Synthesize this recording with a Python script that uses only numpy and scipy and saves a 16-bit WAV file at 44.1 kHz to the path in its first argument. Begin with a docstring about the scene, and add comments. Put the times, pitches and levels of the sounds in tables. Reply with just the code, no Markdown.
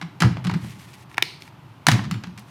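"""Plastic squeeze bottles are set down on a light hollow tabletop: each rim touches, lands and rocks in small taps
of coloured noise, flat bases ring the bottle hollow, and the tabletop booms a moment later as a swelling low tone.
A bottle in the hand rustles as grainy hiss; its cap ticks and snaps as struck resonances and lets out a puff of air.
A small hard room answers with decaying noise, over a faint mains hum and room air made of filtered noise."""
import sys
import numpy as np
from scipy import signal
from scipy.fft import rfft, irfft, next_fast_len
from scipy.io import wavfile
from scipy.ndimage import map_coordinates

SR = 44100
rng = np.random.default_rng(int(sys.argv[2]) if len(sys.argv) > 2 else 0)


def put_to_file(sound):
    """Save the sound as 16-bit audio at rate SR, in the file named by the first command-line argument."""
    columns = np.atleast_2d(sound).T  # one column per channel
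    safe = np.clip(columns, -1, 1)
    whole_steps = np.round(safe * 32767)
    wavfile.write(sys.argv[1], SR, whole_steps.astype(np.int16))


def gain_from_decibels(decibels):
    """Convert decibel values to linear amplitude factors."""
    exponent = np.asarray(decibels, float) / 20
    return 10 ** exponent


N = 110250
SECONDS = np.arange(N) / SR


def unit(x):
    """Normalisation: scales a signal to rms 1."""
    return x / np.sqrt(np.mean(x ** 2) + 1e-20)


def along(points, hz):
    """Interpolation of (Hz, value) points on a logarithmic frequency axis."""
    f, v = np.transpose(points)
    return np.interp(np.log(hz + 1), np.log(f + 1), v)


def filtered(x, response):
    """Linear filtering: multiplies the spectrum of x by a response of frequency."""
    m = next_fast_len(len(x) + 4096)
    spectrum = rfft(x, m) * response(np.fft.rfftfreq(m, 1 / SR))
    return irfft(spectrum, m)[:len(x)]


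def coloured_noise(length, spectrum):
    """Spectral shaping: white noise filtered to a table of (Hz, dB), at rms 1."""
    return unit(filtered(rng.standard_normal(length), lambda hz: gain_from_decibels(along(spectrum, hz))))


def wobble(rate):
    """Slow random modulation: a smooth curve through random knots, rate of them a second."""
    knots = rng.standard_normal(int(N * rate / SR) + 4)
    return map_coordinates(knots, [SECONDS * rate])


def modes(table, order=1):
    """Modal superposition: the causal response of summed (Hz, width in Hz, dB) resonances."""
    def response(f):
        total = 0
        for k, (centre, width, db) in enumerate(table):
            resonance = 1j * f * width / (centre ** 2 - f ** 2 + 1j * f * width)
            sign = (-1) ** (k * order)  # order 1 alternates in polarity
            total = total + sign * gain_from_decibels(db) * resonance ** order
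        return total
    return response


def tilt(hz, db_per_octave):
    """Spectral slope: pivots about 2 kHz and is flat below 800 Hz."""
    return gain_from_decibels(db_per_octave * np.log2(np.maximum(hz, 800) / 2000))


def add(track, s, sound):
    """Superposition: mixes a sound into the track at s seconds."""
    part = track[round(s * SR):][:len(sound)]
    part += sound[:len(part)]


def room(x):
    """Reverberation: convolves x with a noise tail in which each frequency decays at its own speed."""
    # Reverberation time. Each row: frequency in Hz, time to fall by 60 dB in seconds.
    decay_times = [(150, 0.81), (1000, 0.37), (4000, 0.44), (9000, 0.3), (16000, 0.33)]
    hz, t, z = signal.stft(rng.standard_normal(SR // 2), SR, nperseg=256)
    decay = gain_from_decibels(-60 * t / along(decay_times, hz)[:, None])
    tail = signal.istft(z * decay, SR, nperseg=256)[1]
    return signal.fftconvolve(x, tail / np.linalg.norm(tail))


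def background():
    """Stationary noise: broadband room air, and a hum unsteady because it is narrow-band noise."""
    # Spectrum of the room air. Each row: frequency in Hz, relative density in dB per Hz.
    air_spectrum = [(18, -109), (30, -21), (125, 0.5), (235, -17.5), (298, -14.5), (409, -22.5),
                    (443, -27.5), (792, -24), (858, -19), (1310, -25), (1750, -31.5), (2890, -32.5),
                    (7470, -49.5), (14800, -51), (16500, -87)]
    # Mains hum. Each row: frequency in Hz, level in dB, bandwidth in Hz.
    hum_bands = [(115.3, -49, 8.9)]
    air_level_db = -43 + 0.17 * wobble(0.6)
    air = gain_from_decibels(air_level_db) * coloured_noise(N, air_spectrum)
    hum = np.zeros(N)
    for hz, db, width in hum_bands:
        band = filtered(rng.standard_normal(N), modes([(hz, width, 0)], order=2))
        hum += gain_from_decibels(db) * unit(band)
    return air + hum


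def taps():
    """Frequency-dependent damping: each rim contact is a noise rattle whose treble dies first, with a room tail."""
    # Rim contacts. Each row: start in seconds, relative level in dB, brightness in dB per octave.
    contacts = [(.013, -20.5, -0.5), (.023, -24.5, -1), (0.2033, -8.5, 3.5), (.22, -5, 0.4),
                (.234, -16, -3.5), (0.247, -18.5, -0.5), (.369, -24, -5), (.442, -26.5, 2.5),
                (.447, -21.5, 2.5), (0.456, -22, -5), (0.469, -19, 1.7), (.496, -18.5, -3),
                (0.512, -22.5, -0.5), (0.538, -19.5, 0), (0.547, -29.5, -1.5), (0.644, -30, -11),
                (1.867, -6.5, 3.5), (1.884, -2, 3), (1.904, -15.5, -4.5), (1.915, -8.5, 2.6),
                (1.934, -20.5, 2.5), (1.954, -23.5, -10), (1.99, -20.5, -5), (2.039, -23.5, 0),
                (2.051, -29.5, -0.5), (2.111, -19, 2.5), (2.14, -26, -1), (2.226, -45, -1),
                (2.237, -23.5, 0), (2.27, -35.5, 0.3), (2.376, -31, 3.5), (2.384, -31, 3), (2.393, -36, 12)]
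    # Colour of the rim. Each row: frequency in Hz, relative density in dB per Hz.
    rim_spectrum = [(150, -55), (250, 4), (522, -22.5), (728, -10), (883, -6), (2090, -7), (2670, -10),
                    (5010, -13), (11400, -27), (16500, -42)]
    level_db, room_db, rise_s = -2.5, -7.5, 0.00095
    body_t60_s, treble_t60_s, split_hz = 0.045, 0.012, 4150
    clatter_db, clatter_per_s = 3.5, 717  # uneven chatter of the rim within one contact
    out, t = np.zeros(N), SECONDS[:SR // 8]
    for s, db, bright in contacts:
        unevenness = map_coordinates(rng.standard_normal(len(t)), [t * clatter_per_s])
        chatter = gain_from_decibels(clatter_db * unevenness) * rng.standard_normal(len(t))
        rattle = unit(filtered(chatter, lambda hz: gain_from_decibels(along(rim_spectrum, hz)) * tilt(hz, bright)))
        body = filtered(rattle, lambda hz: 1 / (1 + (hz / split_hz) ** 2))
        treble = rattle - body
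        dying = gain_from_decibels(-60 * t / body_t60_s) * body + gain_from_decibels(-60 * t / treble_t60_s) * treble
        tap = gain_from_decibels(db + level_db) * (1 - np.exp(-t / rise_s)) * dying
        add(out, s, tap)
        add(out, s, gain_from_decibels(room_db) * room(tap))
    return out


def booms():
    """Modal vibration: the tabletop swings up over a few cycles and dies; its other modes rumble along."""
    # Tabletop swings. Each row: start in seconds, relative level in dB, pitch in Hz, time to peak in seconds.
    swings = [(0.023, -26, 167.6, 0.02), (0.211, -12, 166, 0.013), (0.239, -1, 117, 0.018),
              (0.294, -19.5, 170, 0.018), (0.366, -27, 159, 0.014), (0.4509, -16.5, 171, 0.01),
              (0.4728, -10, 171, 0.0087), (0.503, -18.5, 117.7, 0.024), (0.548, -13, 170.4, 0.011),
              (0.609, -24, 114.4, 0.033), (0.694, -27.5, 133, 0.011), (1.874, -8.5, 148.4, 0.013),
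              (1.912, -4.5, 115.7, 0.024), (1.979, -23.5, 198.5, 0.014), (2.029, -23.5, 141.6, 0.034),
              (2.05, -26, 213, 0.018), (2.112, -16.5, 171, 0.009), (2.146, -20, 111.7, 0.02),
              (2.176, -32.5, 195.3, 0.011), (2.262, -28, 180.5, 0.019), (2.375, -38, 205, 0.016)]
    # Other modes each swing stirs. Each row: frequency in Hz, width in Hz, relative level in dB.
    other_modes = [(88.6, 19.4, -5.5), (193, 57, -13.5), (317.6, 27, -21)]
    fall = 1.7  # exponent of the decay: 1 = plain, 2 = bell shape
    room_db = -13
    out, t = np.zeros(N), SECONDS[:SR // 2]
    for s, db, hz, rise in swings:
        u = t / rise
        shape = u * np.exp(-u ** fall / fall)
        tone = np.sin(2 * np.pi * hz * t)
        rumble = 20 * filtered(rng.standard_normal(len(t)), modes(other_modes, order=2))
        add(out, s, gain_from_decibels(db) * shape / shape.max() * (tone + rumble))
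    return out + gain_from_decibels(room_db) * room(out)[:N]


def landings():
    """Impulse excitation: a flat base lands in one blow and the bottle rings hollow, smaller bottles higher."""
    # Bases landing. Each row: start in seconds, peak of the ring in dB, pitch ratio of the bottle.
    base_blows = [(.2205, -17, 1.26), (0.4692, -20, 1.45), (.496, -19.5, 1.274), (1.886, -4, 0.993)]
    # A standing bottle at ratio 1. Each row: frequency in Hz, width in Hz, relative level in dB.
    bottle_modes = [(745, 123, 1.5), (1017, 59, 2.5), (1745, 180, -4), (3520, 110, -7.5)]
    room_db = -7.5
    out, blow = np.zeros(N), 1. * (np.arange(SR // 20) == 0)
    for s, db, ratio in base_blows:
        scaled = [(hz * ratio, width * ratio, level) for hz, width, level in bottle_modes]
        ring = filtered(blow, modes(scaled))
        add(out, s, gain_from_decibels(db) * ring / np.abs(ring).max())
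    return out + gain_from_decibels(room_db) * room(out)[:N]


def grip():
    """Sliding friction: fingers move on the plastic in short strokes of grainy hiss."""
    # Strokes. Each row: start in seconds, length in seconds, level in dB.
    slides = [(0.554, 0.48, -55.5), (0.609, 0.12, -54.5), (0.783, 0.063, -57.5), (0.929, 0.016, -50.5),
              (1.088, 0.054, -59), (1.399, 0.086, -54), (2.465, 0.065, -57.5)]
    # Colour of the friction. Each row: frequency in Hz, relative density in dB per Hz.
    skin_spectrum = [(710, -17), (1200, -10.5), (1940, 0), (3880, -6), (11900, -14), (16500, -28)]
    edge_s, fade_s = 0.01, 0.014
    strokes = np.zeros(N)
    for s, length, db in slides:
        rising = (SECONDS - s) / edge_s
        falling = 1 + (s + length - SECONDS) / fade_s
        strokes += gain_from_decibels(db) * np.clip(np.minimum(rising, falling), 0, 1)
    grain_db = 3.5 * wobble(2400) + 1.0 * wobble(36.0)  # fine grains on a slower swell
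    grain = gain_from_decibels(grain_db) * rng.standard_normal(N)
    return strokes * unit(filtered(grain, lambda hz: gain_from_decibels(along(skin_spectrum, hz))))


def snaps():
    """Stick-slip and impact: milliseconds of slipping ring the cap, one sharp knock rings the bottle wall."""
    # Cap ticks and snaps. Each row: start in seconds, relative levels of cap and wall in dB, slip length in seconds.
    clicks = [(0.937, -38, -53, 0.0033), (1.114, -40, -35.5, 0.0024), (1.143, -35, -34, 0.004),
              (1.17, -32.5, -34, 0.0046), (1.1802, -15, -4, 0.0024), (1.2233, -2, -14, 0.0034),
              (1.421, -21.5, -52, 0.00061), (1.477, -38.5, -34, 0.0025)]
    # Cap resonances. Each row: frequency in Hz, width in Hz, relative level in dB.
    cap_modes = [(365, 160, -1.5), (2286, 530, 5), (2740, 1250, 3), (3490, 740, -2), (4820, 900, -0.5),
                 (6500, 510, -7), (8300, 2900, -11.5), (11850, 1200, -15)]
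    # Bottle wall resonances. Each row: frequency in Hz, width in Hz, relative level in dB.
    wall_modes = [(316, 500, -7.5), (910, 610, 0), (1346, 200, 0), (1816, 490, 3), (2145, 270, 0)]
    level_db, room_db = -7.5, -16
    out, t = np.zeros(N), SECONDS[:SR // 20]
    blow = 1. * (np.arange(len(t)) == 20)
    for s, cap_db, wall_db, length in clicks:
        u = t / length
        slip = np.sqrt(u) * np.exp(-u ** 4) * rng.standard_normal(len(t))
        slip /= np.linalg.norm(slip)
        cap_push = slip + 0.97 * np.roll(blow, 40)  # the catch lets go beside the slipping
        wall_push = blow + 0.2 * slip  # a little scraping beside the blow
        for db, body, push in ((cap_db, cap_modes, cap_push), (wall_db, wall_modes, wall_push)):
            near = filtered(push, modes(body, order=2))
            far = filtered(blow, modes(body, order=2))
            gain = gain_from_decibels(db + level_db) * np.sqrt(length * SR)  # longer slips carry more energy
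            add(out, s, gain * near / np.linalg.norm(near))
            add(out, s, gain * gain_from_decibels(room_db) * room(far / np.linalg.norm(far)))
    return out


def puff():
    """Turbulent jet noise: air escaping from the opened cap swells quickly and fades as hiss."""
    # Colour of the jet. Each row: frequency in Hz, relative density in dB per Hz.
    jet_spectrum = [(880, -48), (1500, -26), (2150, -5), (3630, -3.5), (4260, 4), (7390, -23), (8860, -16),
                    (13200, -32), (15500, -39.5), (16500, -64)]
    start_s, level_db, t60_s, rise_s = 1.228, -33.5, 0.48, 0.026
    out, t = np.zeros(N), SECONDS[:SR // 2]
    envelope = gain_from_decibels(level_db - 60 * t / t60_s) * (1 - np.exp(-t / rise_s))
    add(out, start_s, envelope * coloured_noise(len(t), jet_spectrum))
    return out


def scene():
    """Superposition of all sources at one microphone."""
    mix = background() + taps() + booms() + landings() + grip() + snaps() + puff()
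    return mix[None]


def band_limit(x):
    """A steep low-pass at the top of the band."""
    return signal.sosfilt(signal.butter(12, 16810, fs=SR, output="sos"), x)


def record(dry):
    """Band-limiting and saturation: a small microphone without deep bass, soft clipping, a sharp treble edge."""
    low_hz, top_hz, ceiling = 70.2, 16800, 1.3
    mic = filtered(dry[0], lambda hz: (1j * hz / (low_hz + 1j * hz)) ** 4)
    clipped = mic / (1 + np.abs(mic / ceiling) ** 6) ** (1 / 6)
    finished = filtered(clipped, lambda hz: hz < top_hz)[None]
    return band_limit(finished)


dry = scene()
out = record(dry)
put_to_file(out)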